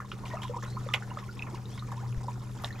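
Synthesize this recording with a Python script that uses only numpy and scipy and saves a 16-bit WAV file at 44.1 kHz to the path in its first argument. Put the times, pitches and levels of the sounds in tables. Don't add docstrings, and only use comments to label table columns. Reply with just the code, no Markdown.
import sys
import numpy as np
from scipy import signal
from scipy.fft import rfft, irfft, next_fast_len
from scipy.io import wavfile
from scipy.ndimage import uniform_filter1d, map_coordinates

SR = 44100
rng = np.random.default_rng(int(sys.argv[2]) if len(sys.argv) > 2 else 0)


def field_ratio(decibels):
    return 10 ** (np.asarray(decibels, dtype=float) / 20)


def wav_record(signal):
    frames = np.transpose(np.atleast_2d(signal))
    bounded = np.clip(frames, -1, 1)
    quanta = np.round(bounded * 32767).astype(np.int16)
    wavfile.write(sys.argv[1], SR, quanta)


N = 123479

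# start in seconds, relative level in dB, starting pitch in Hz,
# time to ring down by 60 dB in seconds.
LARGE_BUBBLES = [(.002, -26.5, 1210, 0.015), (0.047, -34, 1035, 0.028), (0.1175, -20.5, 1300, 0.0078),
                 (.255, -37, 985, 0.024), (.31, -43.5, 1863, 0.11), (0.335, -26.5, 930, 0.021),
                 (0.37, -28, 1216, 0.025), (0.371, -47, 2630, 0.033), (0.418, -43, 915, 0.05),
                 (0.443, -32, 1007, 0.048), (0.456, -34, 1020, 0.026), (.495, -31.5, 482, 0.09),
                 (0.584, -39, 1170, 0.028), (.625, -28, 1670, 0.016), (.63, -32.5, 6260, 0.01),
                 (.634, -29, 458, 0.028), (0.662, -32, 1420, 0.017), (.744, -39, 510, 0.052),
                 (0.768, -33, 1012, 0.035), (0.773, -33, 1230, 0.025), (.863, -27, 512, 0.038),
                 (.888, -28, 1187, 0.017), (0.888, -46.5, 3480, 0.037), (0.914, -35.5, 1183, 0.048),
                 (1.104, -42.5, 2790, 0.021), (1.112, -43, 984, 0.096), (1.226, -34.5, 1040, 0.026),
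                 (1.237, -42, 1030, 0.023), (1.289, -28, 1368, 0.019), (1.312, -35, 4520, 0.007),
                 (1.394, -35, 2510, 0.013), (1.423, -26.5, 2556, 0.018), (1.533, -23.5, 354, 0.026),
                 (1.544, -32.5, 956, 0.034), (1.656, -42.5, 3800, 0.0098), (1.731, -38.5, 698, 0.028),
                 (1.823, -38, 1207, 0.029), (2.282, -28.5, 941, 0.038), (2.292, -26, 930, 0.014),
                 (2.641, -25, 674, 0.032), (2.676, -47, 1840, 0.034), (2.703, -33, 1790, 0.033),
                 (2.727, -44.5, 4070, 0.032), (2.755, -50.5, 2430, 0.029), (2.784, -43, 1960, 0.028)]
# start in seconds, relative level in dB, start pitch in Hz,
# length in seconds, end pitch in Hz.
POCKET_GLIDES = [(.338, -28, 620, .035, 1000), (.537, -33, 920, .025, 1250), (.565, -32, 950, .035, 1450),
                 (.562, -40, 480, .045, 800), (1.024, -35, 1500, .016, 2200), (1.172, -31, 1200, .02, 2300),
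                 (1.96, -43, 860, .07, 1900), (2.027, -42, 760, .04, 1600), (2.272, -40, 520, .025, 850)]
# start in seconds, relative level in dB, pitch in Hz.
FILM_SNAPS = [(.1173, -22, 3000), (.433, -26, 1700), (.481, -31, 3200), (.605, -37, 5000),
              (.712, -38, 6000), (.79, -39, 7000), (.9393, -3.5, 2850), (.9436, -8, 2200),
              (1.108, -30, 1500), (1.172, -28, 600), (1.392, -29, 3600), (2.126, -34, 2600),
              (2.146, -33, 1600), (2.244, -28, 800), (2.6455, -12, 3700)]
# start in seconds, relative level in dB, middle droplet pitch in Hz,
# length in seconds, pitch scatter in octaves.
SLAPS = [(.003, -36.5, 1520, 0.074, 0.12), (0.1157, -36, 3000, .03, 0.34), (0.253, -36, 2250, 0.082, 0.55),
         (0.279, -40, 3650, 0.17, 0.48), (0.417, -32.5, 3240, 0.14, 0.13),
         (0.432, -33.5, 2100, 0.041, 0.78), (0.627, -32.5, 2010, 0.077, 0.81),
         (0.936, -21, 2070, 0.069, 0.85), (.939, -28.5, 853, 0.031, 0.64), (1.186, -39, 3560, 0.064, 0.59),
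         (1.546, -38, 2770, 0.075, 0.91), (1.776, -37.5, 2360, 0.03, 0.96),
         (1.792, -38, 4000, 0.027, 0.066), (1.88, -47, 980, 0.038, 0.48), (1.917, -31.5, 957, 0.067, 0.54),
         (2.621, -38.5, 11600, .03, 0.12), (2.637, -26.5, 1236, 0.051, 0.7), (2.651, -36, 4970, 0.059, 1.1)]
# time in seconds, relative level in dB.
TRICKLE_LEVEL = [(0, -49.5), (.17, -51.5), (.3, -38), (.6, -48), (.7, -48), (1.1, -45.5), (1.35, -51),
                 (1.5, -43), (1.65, -51.5), (2.0, -51.5), (2.2, -48.5), (2.55, -47.5), (2.68, -47.5)]
# time in seconds, relative level in dB.
HISS_LEVEL = [(0, -59), (.27, -53.5), (.45, -52.5), (.54, -57), (.7, -53), (1.2, -55), (1.8, -54.5),
              (2.5, -55), (2.68, -53)]
# frequency in Hz, relative level in dB.
HISS_SPECTRUM = [(150, 13), (290, 1), (810, -10.5), (968, -4), (3050, -13.5), (6890, -11.5), (9000, -24),
                 (12300, -18), (13600, -34), (15600, -65)]
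# frequency in Hz, relative level in dB.
RUMBLE_SPECTRUM = [(15, -9), (35, 1), (50, 0), (65, -4.5), (100, 1.5), (260, -9.5), (450, -11),
                   (900, -45.5)]
# frequency in Hz, left-right correlation from 0 to 1.
LIKENESS = [(25, 0.3), (100, .85), (300, .8), (1400, 0.55), (3100, 0.45), (6800, 0.75), (13000, 0.55)]
# frequency in Hz, time to fall by 60 dB in seconds.
WALL_DECAY = [(200, 0.047), (2000, 0.11), (10000, 0.022)]
# time in seconds, level in dB.
HUM_LEVEL = [(0, -44.5), (.3, -42), (.45, -39.5), (.6, -38.5), (.76, -37), (1.0, -40.5), (1.35, -44),
             (1.9, -39), (2.0, -38), (2.1, -33.5), (2.22, -37.5), (2.7, -42)]
# start in seconds, length in seconds, start pitch in Hz, end pitch in Hz,
# relative level in dB.
FAINT_WHISTLES = [(.65, .14, 3800, 4500, -55), (1.69, .12, 3000, 4000, -57), (2.08, .08, 10750, 11050, -66),
                  (2.40, .17, 11250, 10900, -66)]
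# frequency in Hz, left over right in dB.
LEFT_OVER_RIGHT_DB = [(30, 1.5), (600, 0), (1800, -1.8), (12000, 4.5)]

BUBBLE_RISE = 0.11
TWIN_DB, TWIN_DETUNE = -7, 0.07
ROUGH, ROUGH_PER_S = 0.5, 240
GLIDE_BEND, GLIDE_FADE_DB = 1.8, 10
SNAP_TURNS = 12
DROPLETS_PER_SLAP, DROPLET_TURNS = 38, 8.3
SPRAY_DB, SPRAY_FADE_DB = -3, 51
UNEVEN_DB = 2.5
MIST_DB, MIST_HZ = -21.5, 5940
CLUMP_SIZE, CLUMP_S, CLUMP_UNEVEN_DB = 9, 0.012, 3.2
TRICKLE_HZ, FIZZ_HZ, FIZZ_DB = 1092, 5490, -8
WALLS_DB, WALLS_UNLIKE = -8.5, 0.39
BUMP_AT_S, BUMP_HZ, BUMP_DB, BUMP_T60_S = 2.174, 38, -17.5, 0.039
HUM_HZ, HUM_WAVER_DB = 121.5, 0.8
UPPER_HUM_HZ, UPPER_HUM_DB = 200.2, -51
RUMBLE_DB, RUMBLE_PATCHY_DB = -46.5, 2
HISS_PATCHY_DB, SURGE_DB = 1.5, 1.2
TOP_HZ, LEFT_LAG_S = 15730, 0.85 / SR


def unit(x):
    return x / np.sqrt(np.mean(x ** 2) + 1e-20)


def along(points, hz):
    f, v = np.transpose(points)
    return np.interp(np.log(hz + 1), np.log(f + 1), v)


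def curve(points):
    s, v = np.transpose(points)
    return np.interp(np.arange(N) / SR, s, v)


def wobble(rate):
    return map_coordinates(rng.standard_normal(int(N * rate / SR) + 4), [np.arange(N) * rate / SR])


def filtered(x, response):
    m = next_fast_len(N + 8192)
    return irfft(rfft(x, m) * response(np.fft.rfftfreq(m, 1 / SR)), m)[..., :N]


def progress(start, length):
    return np.clip((np.arange(N) / SR - start) / length, 0, 1)


def sine(hz):
    return np.sin(2 * np.pi * np.cumsum(hz) / SR)


def rush(spectrum, patchy_db):
    z = signal.stft(rng.standard_normal((2, N)), nperseg=512)[2]
    field = uniform_filter1d(rng.standard_normal(z.shape[1:]), size=8, axis=0)
    field = uniform_filter1d(field, size=5, axis=1)
    pair = signal.istft(z * field_ratio(patchy_db * unit(field)), nperseg=512)[1][:, :N]

    def response(hz):
        angle = np.arccos(np.clip(along(LIKENESS, hz), -1, 1)) / 2
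        return field_ratio(along(spectrum, hz)) * [np.cos(angle), np.sin(angle)]

    mid, side = filtered(pair, response)
    return unit(np.array([mid + side, mid - side]))


def bubbles(s, db, hz, t60, rise, pan_db, size, attack_turns=0.27):
    t = np.arange(size) / SR
    columns = np.broadcast_arrays(s, db, hz, t60 + 1e-4, rise, pan_db)
    s, db, hz, t60, rise, pan_db = [np.reshape(v, (-1, 1)) for v in columns]
    hz = np.clip(hz, 100, SR / 3)
    phase = 2 * np.pi * hz * (t + rise * np.minimum(t, t60) ** 2 / (2 * t60))
    attack = 1 - np.exp(-t * hz / attack_turns)
    ring = field_ratio(db - 60 * t / t60) * attack * np.sin(phase)
    at = np.clip(np.round(s * SR).astype(int), 0, N) + np.arange(size)

    def placed(side):
        return np.bincount(at.ravel(), (ring * field_ratio(side * pan_db / 2)).ravel(), N + size + 1)[:N]

    return np.array([placed(1), placed(-1)])


def scatter(level_db, count, centre_hz, spread, turns, pan_db, size):
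    clumps = [rng.random(count) * N / SR, rng.exponential(size=count)]
    s, strength = np.repeat(clumps, CLUMP_SIZE, axis=1)
    pitch, pan, late, loud = rng.standard_normal((4, len(s)))
    hz = centre_hz * np.exp(spread * pitch)
    db = CLUMP_UNEVEN_DB * np.minimum(strength, 3) + UNEVEN_DB * loud
    rings = bubbles(s + CLUMP_S * np.abs(late), db, hz, turns / hz, 0.33, pan_db * pan, size=size)
    return field_ratio(level_db) * unit(rings)


def plops():
    s, db, hz, t60 = np.transpose(LARGE_BUBBLES)
    pan, detune, late = rng.standard_normal((len(s), 3)).T
    main = bubbles(s, db + 4.5, hz, t60, BUBBLE_RISE, 1.2 * pan, size=4096, attack_turns=1.51)
    twin_hz = hz * (1 + TWIN_DETUNE * np.clip(detune, -1, 1))
    twin = bubbles(s + 0.0044 * np.abs(late), db + TWIN_DB, twin_hz, t60, BUBBLE_RISE, 0.72 * pan,
                   size=4096, attack_turns=5.7)
    return main + twin


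def closing_pockets():
    out = 0
    for s, db, hz0, length, hz1 in POCKET_GLIDES:
        u = progress(s, length)
        swell = np.sqrt(np.abs(np.sin(np.pi * np.sqrt(u)))) * (u < 1)
        out = out + field_ratio(db - GLIDE_FADE_DB * u) * swell * sine(hz0 + (hz1 - hz0) * u ** GLIDE_BEND)
    return out


def film_snaps():
    s, db, hz = np.transpose(FILM_SNAPS)
    return bubbles(s, db, hz, SNAP_TURNS / hz, 0, -2.9, size=1200, attack_turns=1)


def gulps():
    rings = plops() + closing_pockets()
    return rings * (1 + ROUGH * wobble(ROUGH_PER_S)) + film_snaps()


def splashes():
    s, db, hz, length, octaves = np.repeat(np.transpose(SLAPS), DROPLETS_PER_SLAP, axis=1)
    order = np.arange(len(s)) % DROPLETS_PER_SLAP
    u = (order + rng.random(len(s))) / DROPLETS_PER_SLAP
    pitch, loud, pan = rng.standard_normal((len(s), 3)).T
    hz = hz * 2 ** (octaves * np.clip(pitch, -1.5, 3))
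    db = db + SPRAY_DB - SPRAY_FADE_DB * u ** 1.67 + UNEVEN_DB * loud
    return bubbles(s + u ** 1.1 * length, db, hz, 3 * DROPLET_TURNS / hz, 0.24, UNEVEN_DB * pan,
                   size=900, attack_turns=0.7)


def mist():
    t = np.arange(N) / SR
    puffs = sum(field_ratio(db + MIST_DB - 40 * np.abs(t - s) / length) * (t > s)
                for s, db, hz, length, octaves in SLAPS)
    noise = rng.standard_normal(N) + 1.1 * rng.standard_normal((2, N))

    def bright(hz):
        return hz / (hz + MIST_HZ) * field_ratio(along(HISS_SPECTRUM, np.maximum(hz, MIST_HZ)))

    return puffs * unit(filtered(noise, bright))


def trickle():
    return scatter(curve(TRICKLE_LEVEL) - 5.5, count=220, centre_hz=TRICKLE_HZ, spread=0.3596,
                   turns=26.5, pan_db=7.0, size=2400)


def fizz():
    return scatter(curve(HISS_LEVEL) + FIZZ_DB, count=200, centre_hz=FIZZ_HZ, spread=0.379,
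                   turns=48, pan_db=5.5, size=700)


def walls(x):
    hz, t, z = signal.stft(rng.standard_normal((2, SR // 4)), SR, nperseg=256)
    decay = field_ratio(-60 * t / along(WALL_DECAY, hz)[:, None])
    a, b = signal.istft(z * decay, SR, nperseg=256)[1]
    tail = np.array([a + WALLS_UNLIKE * b, a - WALLS_UNLIKE * b])
    return signal.fftconvolve(x, tail / np.linalg.norm(tail[0]), axes=1)[:, :N]


def bump():
    t = np.clip(np.arange(N) / SR - BUMP_AT_S, 0, None)
    envelope = field_ratio(BUMP_DB - 60 * t / BUMP_T60_S) * (1 - np.exp(-t / 0.00081))
    return -envelope * np.sin(2 * np.pi * BUMP_HZ * t) * field_ratio(np.array([[1.5], [-1.5]]))


def pump():
    lower = sine(HUM_HZ + 1.0 * wobble(8.97))
    lower_db = curve(HUM_LEVEL) + HUM_WAVER_DB * np.array([wobble(17), wobble(11.1)])
    upper = sine(UPPER_HUM_HZ + 1.39 * wobble(7.69))
    upper_db = UPPER_HUM_DB + 0.83 * wobble(5.9)
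    tones = np.sqrt(2) * (field_ratio(lower_db) * lower + field_ratio(upper_db) * upper)
    return tones + field_ratio(RUMBLE_DB) * rush(RUMBLE_SPECTRUM, RUMBLE_PATCHY_DB)


def whistles():
    out = 0
    for s, length, hz0, hz1, db in FAINT_WHISTLES:
        u = progress(s, length)
        swell = np.sqrt(np.abs(np.sin(np.pi * u))) * (u < 1)
        out = out + field_ratio(db) * wobble(450) * swell * sine(hz0 + (hz1 - hz0) * u)
    return out


def water_hiss():
    level_db = curve(HISS_LEVEL) + 3 + SURGE_DB * wobble(22.89)
    return field_ratio(level_db) * rush(HISS_SPECTRUM, HISS_PATCHY_DB)


def scene():
    small_bubbles = trickle() + fizz()
    hiss = water_hiss()
    near = gulps() + splashes() + mist() + small_bubbles
    return near + field_ratio(WALLS_DB) * walls(near) + hiss + pump() + whistles() + bump()


def roll_off(x):
    return signal.sosfilt(signal.butter(12, 15730, fs=SR, output="sos"), x)


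def record(dry):
    side = np.array([[1], [-1]])

    def ports(hz):
        colour = field_ratio(along(LEFT_OVER_RIGHT_DB, hz) / 2 * side)
        lag = np.exp(-1j * np.pi * hz * LEFT_LAG_S * side)
        return colour * lag * (hz < TOP_HZ)

    return roll_off(filtered(dry, ports))


dry = scene()
out = record(dry)
wav_record(out)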